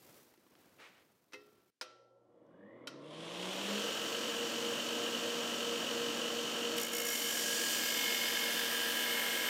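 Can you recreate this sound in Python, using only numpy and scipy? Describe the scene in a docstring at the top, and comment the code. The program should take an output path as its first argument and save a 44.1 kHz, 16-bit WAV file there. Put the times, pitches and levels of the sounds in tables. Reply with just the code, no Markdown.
"""Clothes rustle and a sole scuffs as a man steps up to a belt grinder; one fixed mono mic in a workshop.
Knocks ring the steel frame and two switches click. A dust blower winds up, fan tones over rushing air,
then the grinder: its wheel and belt rattle in repeating loops and the two motors beat.
A steel blade first skips on the turning belt, then bites: the grit hisses, the blade rings,
the motor slows."""
import sys
import numpy as np
from scipy import signal
from scipy.fft import rfft, irfft, next_fast_len
from scipy.io import wavfile
from scipy.ndimage import uniform_filter1d, map_coordinates

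SR = 44100
rng = np.random.default_rng(int(sys.argv[2]) if len(sys.argv) > 2 else 0)


def wav_record(signal):
    """Record a signal, one row per channel, as 16-bit PCM in the file named by sys.argv[1]."""
    frames = np.transpose(np.atleast_2d(signal))
    bounded = np.clip(frames, -1, 1)
    # unit amplitude maps onto the largest positive 16-bit level
    quanta = np.round(bounded * 32767).astype(np.int16)
    wavfile.write(sys.argv[1], SR, quanta)


N = 418509

# the still workshop at the mic: (frequency [Hz], level [dB])
ROOM_COLOUR = [(30, -24), (150, -11), (350, -4), (700, -18), (1500, -16), (5000, -18), (9500, -23),
               (15000, -31)]
# arm and body movements: (middle [s], half-length [s], folds [dB], swish [dB])
BODY_MOVES = [(0.123, 0.2, -64, -64.5), (0.62, 0.25, -68, -74), (0.94, 0.35, -72, -78),
              (1.504, 0.17, -71, -80)]
# cloth folding: (frequency [Hz], level [dB])
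FOLD_COLOUR = [(29, -46), (50, -19), (93, -5), (316, 1.5), (501, -2.5), (612, -4.5), (895, -9), (1340, -10),
               (1540, -11.5), (6000, -25.5), (7800, -50), (13200, -120)]
# cloth swishing: (frequency [Hz], level [dB])
SWISH_COLOUR = [(1180, -29), (2000, -5), (2900, -5), (4630, -3), (10800, -5.5), (13900, -1.5),
                (15800, -5.5)]
# a shoe slides on the floor: (start [s], length [s], level [dB])
SHOE_SCUFFS = [(.56, 0.27, -78), (.78, 0.078, -56.5), (.89, 0.096, -66.5)]
# the sliding sole: (frequency [Hz], level [dB])
SOLE_COLOUR = [(180, -31), (300, -9), (323, -4), (439, -2), (572, -2), (643, -8), (985, -5.5), (2270, -1.5),
               (10000, -26.5), (13000, -56), (22000, -120)]
HUSH_S = 1.7  # rustle and frame ring stop short before the first switch

# ticks, knocks and switch clicks: (time [s], crack [dB], decay [s], brightness [Hz], frame ring [dB],
# low cut [Hz], place [0 frame to 1 switch box], ping of the struck part [Hz], ping [dB])
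STRIKES = [(0.339, -59, 0.006, 1500, -80, 250, 0.1, 900, -64),
           (0.376, -65, 0.0035, 12000, -97, 250, 0.41, 350, -57),
           (0.465, -57, .008, 900, -95, 200, 0, 330, -59), (0.553, -57, .002, 4000, -87, 250, 0, 350, -55),
           (1.322, -57.5, 0.017, 7000, -84, 330, 0.084, 2670, -62),
           (1.333, -46, 0.013, 6000, -73, 335, 0.11, 2600, -44),
           (1.342, -60, 0.0038, 2600, -52, 258, 0.045, 2570, -44),
           (1.812, -36, 0.013, 7000, -57, 437, 1, 5080, -33.5),
           (2.466, -77, .002, 12000, -100, 1500, 1, 5080, -88),
           (2.8721, -38.5, 0.01, 8000, -74, 1190, 0.88, 3110, -38),
           (2.877, -47, 0.002, 5030, -60, 1200, 0.95, 3950, -44)]
# the crack of a strike: (frequency [Hz], level [dB])
CRACK_COLOUR = [(120, -37), (200, 2.5), (607, -15.5), (1430, -7), (1640, -15), (1900, -8), (2250, -14),
                (3120, -10), (3500, -15), (3850, -9), (4600, -12), (5110, -11), (5750, -10), (6900, -19.5),
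                (14200, -23), (15500, -35.5)]
# steel frame: (frequency [Hz], struck on the frame [dB], struck at the switch box [dB], t60 [s])
FRAME_MODES = [(290, -9.5, 5, 0.47), (358, -10, -1, 0.9), (417, -0.5, -15, 0.66), (510, 1.5, 8, 0.23),
               (616, -16, 1, 0.4), (1350, -7, 3, 1), (1413, 2, 21, 0.066), (1880, 3, -8, 0.26),
               (2080, 18, -7, 0.1), (2620, 11, 2, 0.26), (3150, -11, -12, 0.9), (3677, -6, -2, .2),
               (4091, -3, -16, 0.23), (4888, -15, -1.5, .47), (5670, -10, 1, .4)]

BLOWER_ON_S, GRINDER_ON_S, IN_STEP_S = 1.81, 2.87, 5.35
# the blower winds up: (time [s], fan blades passing [Hz])
BLADE_PASS_RATE = [(1.81, 0), (2.05, 12), (2.4, 65), (2.6, 95), (2.8, 122), (2.94, 137), (3.18, 161),
                   (3.46, 185), (3.76, 206), (4.2, 231), (4.55, 235.3), (9.49, 235.3)]
# the duct lifts or swallows the fan's tones: (frequency [Hz], half-width [Hz], gain [dB])
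DUCT_BANDS = [(172, 42, 6.5), (205.5, 7.7, 11), (218, 13, -8.5), (388, 7.8, -22), (445.4, 14.4, -7)]
# air rushing through the duct: (frequency [Hz], level [dB])
RUSH_COLOUR = [(29, -70), (50, -40), (182, -9.5), (210, -3.5), (230, -8.5), (276, -2.5), (326, 0),
               (406, -10.5), (451, -5.5), (475, 3), (520, -5.5), (576, 0), (746, -19), (1040, -22),
               (1100, -20.5), (1430, -40), (2420, -120)]
# blower housing: (frequency [Hz], width [Hz], level [dB])
HOUSING_MODES = [(1060, 176, 15), (1750, 330, -1.5), (2910, 120, -1), (3300, 250, -0.5)]
# rotor slots whine as the blower starts: (time [s], pitch [Hz])
SLOT_PITCH = [(1.81, 100), (2.3, 1050), (2.55, 1600), (2.7, 1900), (2.85, 2100), (2.95, 2150)]

# the grinder's motor winds up, then slows under load: (time [s], speed [turns/s])
GRINDER_SPEED = [(2.87, 0), (3.2, 29), (3.5, 48), (3.8, 59.2), (7.0, 59.2), (7.25, 58.65), (8.1, 58.2),
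                 (9.49, 58.0)]
WHEEL_PER_MOTOR, WHEEL_TURNS_PER_BELT = 0.7758, 17
# the belt drags on its way up to speed: (frequency [Hz], level [dB])
DRAG_COLOUR = [(500, 7.5), (1000, 1), (1500, -4), (2400, -1), (3300, 6), (4300, -5.5), (6000, -13),
               (7200, -15), (9500, -14), (14500, -41)]
# the belt running: (frequency [Hz], level [dB])
RUN_COLOUR = [(410, -7), (700, -6), (957, -9), (1290, -8), (1610, -7), (2230, -12), (3060, -2.5),
              (3620, -8), (4290, -10.5), (6770, -12), (10300, -24.5), (12800, -25), (13800, -17.5),
              (14800, -27), (15800, -33)]
# wheel guard: (frequency [Hz], width [Hz], level [dB])
GUARD_MODES = [(1316, 110, -10), (1625, 17, -6), (2613, 25, 1), (2828, 5.3, 3), (3030, 140, 3),
               (3220, 160, -13), (3880, 62, -13)]
# the wheel rattles three times a turn: (place [turns], level [dB])
WHEEL_TAPS = [(.84, -8), (0, 0), (.18, -6)]
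# the ring of those taps: (frequency [Hz], width [Hz], level [dB])
RATTLE_MODES = [(2854, 53, -13), (3038, 90, 7.5), (3234, 250, -5.5)]
# work rest, rung by the belt: (frequency [Hz], width [Hz], level [dB])
REST_MODES = [(3620, 25, -9), (4360, 105, 4), (4880, 94, -5.5), (5630, 280, 1), (6720, 390, -6.5),
              (7300, 110, -0.5), (7870, 71, -5), (8000, 56, -12), (8600, 100, -8)]
# bearing whines: (frequency at full speed [Hz], level [dB])
BEARING_WHINES = [(1287, -58), (1330, -55), (1561, -56), (1663, -58.5), (1841, -59), (2433, -62),
                  (2552, -58.5), (2794, -52), (2950, -52), (2993, -56), (3074, -59.5), (3628, -59),
                  (4409, -56), (4990, -85), (5523, -77), (7391, -72)]
# the motor sings under full pressure: (harmonic [cycles/turn], level [dB])
LOAD_HARMONICS = [(14, -63), (17, -53.5), (23, -61)]

# the blade touches the belt: (start [s], length [s], level [dB])
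BLADE_TOUCHES = [(6.762, .075, -2), (6.915, .1, -1.5), (7.04, 2.5, 0)]
# the blade lifts off between high spots: (time [s], depth [dB])
LIFT_OFF = [(6.77, 14), (6.95, 14), (7.05, 8), (7.15, 2), (9.49, 1)]
DIP_S, DIP_FALL_S = 6.8, 0.048  # the machines' sound sinks as the blade is put on
# the blade's lower ring: (frequency [Hz], width [Hz], level [dB])
LOWER_MODES = [(1656, 20, -4), (1697, 51, 0.5), (1744, 24, 3.5), (1882, 55, 0)]
# the blade's upper ring: (frequency [Hz], width [Hz], level [dB])
UPPER_MODES = [(2104, 22, -13), (2159, 24, 0)]
# the blade's treble: (frequency [Hz], width [Hz], level [dB], loudest at [s], half-length [s])
TREBLE_MODES = [(3550, 55, -1.5, 8.4, 1.2), (4460, 120, -4, 7.65, 0.83), (4950, 110, 1, 7.9, 1.05),
                (5570, 90, 3, 7.03, 0.59), (5820, 63, 1.5, 7.46, 0.94), (6580, 110, 0, 7.54, .35),
                (6880, 150, 4, 6.9, 0.46), (7200, 53, 0, 7.6, 0.54), (8370, 140, -7, 6.7, 0.43)]
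# grit biting steel: (frequency [Hz], level [dB])
BITE_COLOUR = [(2500, -6.5), (2800, -4.5), (3100, 6), (3400, -5.5), (3560, -2), (3750, -15), (3900, -6.5)]
# grit rasping: (frequency [Hz], level [dB])
RASP_COLOUR = [(3600, -23), (4400, 5.5), (7200, 8.5), (10000, -7.5), (12000, -15)]
# grit hissing: (frequency [Hz], level [dB])
HISS_COLOUR = [(3000, -50), (6000, -11), (8300, 5.5), (10300, 1), (12500, 6), (14200, 9.5), (15000, 1),
               (15800, -1)]
# lag at the mic of the sizzle reflected off the blade: (time [s], delay [ms])
REFLECTION_DELAY = [(7.2, 0.088), (8.1, 0.16), (8.5, .187), (9.3, 0.23)]


def from_db(db):
    """Decibels to gain."""
    return 10 ** (np.asarray(db) / 20)


def rms_one(x):
    """Scale to unit power."""
    return x / np.sqrt(np.mean(x ** 2) + 1e-20)


def seconds():
    """Time of every sample."""
    return np.arange(N) / SR


def since(s):
    """Seconds gone by since a moment; zero before it."""
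    return np.maximum(seconds() - s, 0)


def ramp(start, rise):
    """From 0 to 1 in a straight line."""
    return np.minimum(since(start) / rise, 1)


def swell(middle, half_length):
    """A bell curve in time, peaking at 1."""
    return np.exp(-((seconds() - middle) / half_length) ** 2)


def curve(rows):
    """Join (time, value) points by straight lines."""
    return np.interp(seconds(), *np.transpose(rows))


def strokes(rows, attack_s, release_s):
    """Gain of a run of contacts, each with attack, hold and release."""
    return np.max([from_db(db) * ramp(s, attack_s) * np.exp(-since(s + length) / release_s)
                   for s, length, db in rows], axis=0)


def white():
    """Fresh white noise."""
    return rng.standard_normal(N)


def drift(rate_hz):
    """A random wander; rms 1."""
    knots = rng.standard_normal(4000)
    return rms_one(np.interp(seconds() * rate_hz, np.arange(len(knots)), knots))


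def coloured(x, spectrum):
    """Give a steady sound a colour that falls away steeply past its ends; rms 1."""
    hz, db = np.transpose(sorted(spectrum))
    size = next_fast_len(N)
    octave, known = np.log2(np.fft.rfftfreq(size, 1 / SR) + 1), np.log2(hz)
    beyond = np.abs(octave - np.clip(octave, known[0], known[-1]))
    gain = from_db(np.interp(octave, known, db) - 20 * beyond)
    return rms_one(irfft(rfft(x, size) * gain, size)[:N])


def resonate(x, modes):
    """Parallel resonances, each (frequency [Hz], width [Hz], level [dB]); rms 1."""
    out = 0
    for hz, width, db in modes:
        r = np.exp(-np.pi * width / SR)
        feedback = [1, -2 * r * np.cos(2 * np.pi * hz / SR), r * r]
        out += from_db(db) * (1 - r * r) * signal.lfilter([1, 0, -1], feedback, x)
    return rms_one(out)


def low_pass(x, hz, order=2):
    """Causal low-pass."""
    return signal.sosfilt(signal.butter(order, hz, fs=SR, output="sos"), x + 1e-18)


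def tone(cycles):
    """Sine of rms 1."""
    return np.sqrt(2) * np.sin(2 * np.pi * cycles)


def turns(speed):
    """Turns made, counted from a moment when both motors are in step."""
    count = np.cumsum(speed) / SR
    return count - count[int(IN_STEP_S * SR)]


def with_speed(speed, db, db_per_octave):
    """Gain that grows as a power of speed, reaching `db` at full speed."""
    return from_db(db + db_per_octave * np.log2(speed / speed.max() + 1e-9))


def surface(laps, size):
    """A closed random surface with `size` bumps, met again on every lap."""
    spectrum = [1, 1j] @ rng.standard_normal((2, size // 2 + 1))
    spectrum[0] = 0
    return rms_one(map_coordinates(irfft(spectrum, size), [laps % 1 * size], order=3, mode="grid-wrap"))


def high_spot(laps, depth_db):
    """A swell once per turn, at constant mean power."""
    gain = from_db(depth_db * np.cos(2 * np.pi * laps) / 2)
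    return gain / np.sqrt(uniform_filter1d(gain ** 2, size=2205))


def once_a_turn(laps):
    """One click per turn; rms 1."""
    return rms_one(np.diff(np.floor(laps), prepend=np.floor(laps[0])))


def until_hush():
    """1 until the short hush before the first switch, then 0."""
    return 1 - ramp(HUSH_S, 0.008)


def pressure(from_s=7.04, rise_s=0.37):
    """How hard the hand leans on the blade, 0-1."""
    return 1 - np.exp(-since(from_s) / rise_s)


def under_hand(db, light_loss_db, slide_db_per_s, slide_from_s=6.84):
    """Gain of a grinding sound as the hand touches, presses and draws the edge along the belt."""
    touch = strokes(BLADE_TOUCHES, attack_s=0.01, release_s=0.046)
    return touch * from_db(db - light_loss_db * (1 - pressure()) + slide_db_per_s * since(slide_from_s))


def room_tone(db=-91):
    """The workshop's faint, steady bed of noise."""
    return from_db(db) * coloured(white(), ROOM_COLOUR)


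def man(still_folds_db=-78, still_swish_db=-82.5, fold_flutter_db=1.5, crinkle_db=2):
    """Cloth folds and swishes with each movement, and a sole slides on the floor."""
    folds, swish = from_db(still_folds_db), from_db(still_swish_db)
    for s, half_length, folds_db, swish_db in BODY_MOVES:
        move = swell(s, half_length)
        folds = np.hypot(folds, from_db(folds_db) * move)
        swish = np.hypot(swish, from_db(swish_db) * move)
    cloth = folds * coloured(white() * from_db(fold_flutter_db * drift(61.7)), FOLD_COLOUR)
    cloth += swish * coloured(white() * from_db(crinkle_db * drift(250)), SWISH_COLOUR)
    sole = strokes(SHOE_SCUFFS, attack_s=0.023, release_s=0.052) * coloured(white(), SOLE_COLOUR)
    return (cloth + sole) * until_hush()


def knocks_and_switches(tail_db=-16, tail_t60=0.54, tail_hz=6200, ping_t60=0.036):
    """Each strike cracks, pings, leaves a short room tail and sets the steel frame ringing."""
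    crack = coloured(white(), CRACK_COLOUR)
    tail = low_pass(coloured(white(), CRACK_COLOUR), tail_hz)
    out, age = np.zeros(N), seconds()[:SR]
    for s, db, decay, bright_hz, ring_db, low_cut_hz, place, ping_hz, ping_db in STRIKES:
        span = slice(int(s * SR), int(s * SR) + SR)
        burst = crack[span] * np.exp(-age / decay) + from_db(tail_db - 60 * age / tail_t60) * tail[span]
        click = from_db(db) * low_pass(burst, bright_hz, order=1)
        click += from_db(ping_db - 60 * age / ping_t60) * np.sin(2 * np.pi * ping_hz * age)
        frame = 0
        for hz, frame_db, box_db, t60 in FRAME_MODES:
            mode_db = frame_db + place * (box_db - frame_db)
            frame += from_db(mode_db - 60 * age / t60) * np.sin(2 * np.pi * hz * age)
        # a duller blow is a longer push: it favours the low modes
        click += from_db(ring_db) * low_pass(frame, bright_hz / 4, order=1)
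        if s < HUSH_S:
            click *= until_hush()[span]
        # small parts radiate no bass
        out[span] += signal.sosfilt(signal.butter(4, low_cut_hz, "high", fs=SR, output="sos"), click)
    return out


def duct(hz):
    """Gain of the duct for a fan tone sweeping through its bands."""
    return from_db(sum(db * np.exp(-((hz - centre) / width) ** 2) for centre, width, db in DUCT_BANDS))


def fan(speed):
    """Passing fan blades sound three harmonics, unsteady until up to speed."""
    blades, share = turns(speed), speed / speed.max()
    first = with_speed(speed, db=-49.5, db_per_octave=25.5)
    second = with_speed(speed, db=-46 - 1.2 * pressure(), db_per_octave=21.5)
    third = second * from_db(2 - 20 * share ** 3)  # fades as the fan gathers speed
    tones = first * duct(speed) * tone(blades) + second * duct(2 * speed) * tone(2 * blades)
    tones += third * tone(3 * blades)
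    return tones * from_db(3 * np.sqrt(1 - share) * drift(35))


def blower_motor(speed, hum_hz=120, hum_db=-83, both_motors_db=-71, start_db=-67):
    """Mains hum grows when the grinder joins; a buzz and a rising rotor-slot whine mark the start."""
    mains = hum_hz * seconds()
    hum_level = from_db(hum_db + (both_motors_db - hum_db) * ramp(GRINDER_ON_S, 0.51))
    hum = ramp(BLOWER_ON_S, 0.13) * hum_level * tone(mains)
    buzz = resonate(0.48 * surface(mains, size=360) + white(),
                    [(376, 79, -7.5), (480, 50, -1), (540, 22, 10.5), (590, 41, -3.5), (746, 50, -2.5)])
    slot_band = rms_one(low_pass(white(), 115, order=3) * tone(turns(curve(SLOT_PITCH))))
    whine = np.minimum(speed / 105, 1) ** 7.5 * slot_band
    starting = np.interp(seconds(), [BLOWER_ON_S, 1.86, 2.76, 2.92], [0, 1, 1, 0])
    return hum + starting * from_db(start_db) * (low_pass(buzz, 770) + whine)


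def blower(whirr_db=-67, dip_db=4):
    """Air rushes through the duct under the fan and its motor, and the housing whirrs."""
    speed = curve(BLADE_PASS_RATE)
    rush = with_speed(speed, db=-44.5, db_per_octave=12) * coloured(white(), RUSH_COLOUR)
    fan_and_motor = fan(speed) + blower_motor(speed)
    housing = rms_one(low_pass(resonate(white(), HOUSING_MODES), 3080, order=6))
    whirr = from_db(whirr_db) * (speed / 120) ** 2.24 * housing
    return from_db(-dip_db * ramp(DIP_S, DIP_FALL_S)) * (rush + fan_and_motor + whirr)


def belt_drag(speed, grain_db=2):
    """The belt drags with a gritty whirr as long as the motor gains speed."""
    pull = np.maximum(uniform_filter1d(np.gradient(speed), size=8820), 0)
    grains = coloured(white() * from_db(grain_db * drift(400)), DRAG_COLOUR)
    return pull / pull.max() * with_speed(speed, db=-34.5, db_per_octave=15) * grains


def wheel_and_belt(speed, looseness=0.56):
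    """Wheel, motor and belt each repeat their own roughness; the wheel knocks the guard once a turn."""
    motor = turns(speed)
    wheel = motor * WHEEL_PER_MOTOR + 0.2
    belt = wheel / WHEEL_TURNS_PER_BELT
    loops = 0.55 * surface(wheel, 960) + 0.49 * surface(motor, 745) + 0.97 * surface(belt, 16300)
    rough = rms_one(loops) + 0.4 * white()
    run = coloured(rough * high_spot(wheel, depth_db=1), RUN_COLOUR)
    knocks = 0.45 * once_a_turn(wheel) + (0.8 * rough + 0.55 * white()) * high_spot(wheel - 0.05, 11)
    guard = resonate(low_pass(knocks, 5700), GUARD_MODES)
    taps = sum(from_db(db) * once_a_turn(wheel - place) for place, db in WHEEL_TAPS)
    rattle = resonate(taps * (1 + looseness * white()), RATTLE_MODES)
    work_rest = resonate((rough + white()) * high_spot(wheel, depth_db=5), REST_MODES)
    return (with_speed(speed, db=-43, db_per_octave=22) * run
            + with_speed(speed, db=-52, db_per_octave=29) * guard
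            + with_speed(speed, db=-53, db_per_octave=29) * rattle
            + with_speed(speed, db=-56, db_per_octave=22) * work_rest)


def bearings(speed, waver_db=1, load_db=8):
    """Fine wavering whines that follow the motor's speed and weaken under load."""
    travel = turns(speed / speed.max())
    whines = sum(from_db(db + waver_db * drift(7.1)) * tone(hz * travel + rng.random())
                 for hz, db in BEARING_WHINES)
    return with_speed(speed, db=-3 - load_db * pressure(), db_per_octave=45) * whines


def motor_whine(speed, poles=8, build_db=4, build_s=4.6, load_db=48):
    """The grinder's poles whine, building after the start; pressure on the blade stifles them."""
    loss_db = build_db * (1 - ramp(GRINDER_ON_S, build_s)) + load_db * pressure()
    return with_speed(speed, db=-47.5 - loss_db, db_per_octave=78) * tone(poles * turns(speed))


def grinder(speed, dip_db=2.5, return_db_per_s=1.4):
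    """The running machine dips as the blade is put on, then grows again; its motor sings under load."""
    running = wheel_and_belt(speed) + bearings(speed) + motor_whine(speed)
    dip = from_db(return_db_per_s * since(DIP_S) - dip_db * ramp(DIP_S, DIP_FALL_S))
    load_tones = sum(from_db(db) * tone(harmonic * turns(speed)) for harmonic, db in LOAD_HARMONICS)
    return dip * running + pressure() ** 4 * load_tones


def blade_ring(cuts, wheel, motor, node_s=7.64, node_every_s=1.15, node_db=9.5, swell_db=5):
    """Grit and the wheel's kicks ring the blade; its modes take turns as the contact passes nodes."""
    at_node = np.cos(np.pi * (seconds() - node_s) / node_every_s) ** 4
    kicks = once_a_turn(wheel + 0.25)
    lower = resonate(kicks + 1.6 * cuts, LOWER_MODES)
    upper = from_db(-node_db * at_node) * resonate(kicks + 0.63 * cuts, UPPER_MODES)
    sing = from_db(swell_db * at_node) * tone(28 * motor)  # one low mode locks onto the motor's turning
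    ring = (under_hand(db=-47.5, light_loss_db=5.4, slide_db_per_s=0.9) * lower
            + under_hand(db=-46, light_loss_db=3, slide_db_per_s=0.98) * upper
            + under_hand(db=-52.5, light_loss_db=1, slide_db_per_s=1.8) * sing)
    return ring * high_spot(wheel, depth_db=4) * high_spot(motor, depth_db=2)


def blade_treble(scrape):
    """Each high mode swells and fades as the contact slides along the edge."""
    modes = sum(from_db(db) * swell(s, half_length) * resonate(scrape, [(hz, width, 0)])
                for hz, width, db, s, half_length in TREBLE_MODES)
    return under_hand(db=-51, light_loss_db=3, slide_db_per_s=0) * modes


def sizzle(scrape, reflected_share=0.22):
    """Rasp and hiss reach the mic directly and off the sliding blade, so a hollow sweeps down."""
    rasp = under_hand(db=-44.5, light_loss_db=4, slide_db_per_s=-5) * coloured(scrape, RASP_COLOUR)
    hiss = under_hand(db=-45, light_loss_db=-0.45, slide_db_per_s=-0.27) * coloured(scrape, HISS_COLOUR)
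    direct = rasp + hiss
    read_at = np.arange(N) - curve(REFLECTION_DELAY) * SR / 1000
    return direct + reflected_share * map_coordinates(direct, [read_at], order=3)


def grinding(speed, wheel_slip=0.006, flutter_db=0.5, grit_db=3, chatter_db=3):
    """Countless grit cuts hiss and ring the blade; at first only a high spot touches, once a turn."""
    motor = turns(speed)
    wheel = turns(speed * WHEEL_PER_MOTOR * (1 - wheel_slip * pressure() ** 4))
    contact = high_spot(motor - 0.85, curve(LIFT_OFF)) * from_db(flutter_db * drift(45))
    cuts = rms_one(white() * from_db(grit_db * white()) * contact)
    shake = rms_one(surface(wheel, 960) + surface(motor, 745))
    bite = coloured(shake + 0.27 * cuts, BITE_COLOUR)
    bite *= under_hand(db=-39.5, light_loss_db=13, slide_db_per_s=-1.9)
    scrape = cuts + 0.5 * shake * contact
    chatter = (bite + blade_treble(scrape)) * high_spot(wheel, chatter_db)
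    return blade_ring(cuts, wheel, motor) + chatter + sizzle(scrape)


def scene():
    """The whole workshop from one mic position, in mono."""
    speed = curve(GRINDER_SPEED)
    approach = room_tone() + man() + knocks_and_switches()
    machines = blower() + grinder(speed) + belt_drag(speed)
    return (approach + machines + grinding(speed))[None]


def record(dry, cutoff_hz=15800):
    """The mic signal's top is cut steeply."""
    return signal.sosfilt(signal.ellip(12, 0.1, 80, cutoff_hz, fs=SR, output="sos"), dry)


dry = scene()
out = record(dry)
wav_record(out)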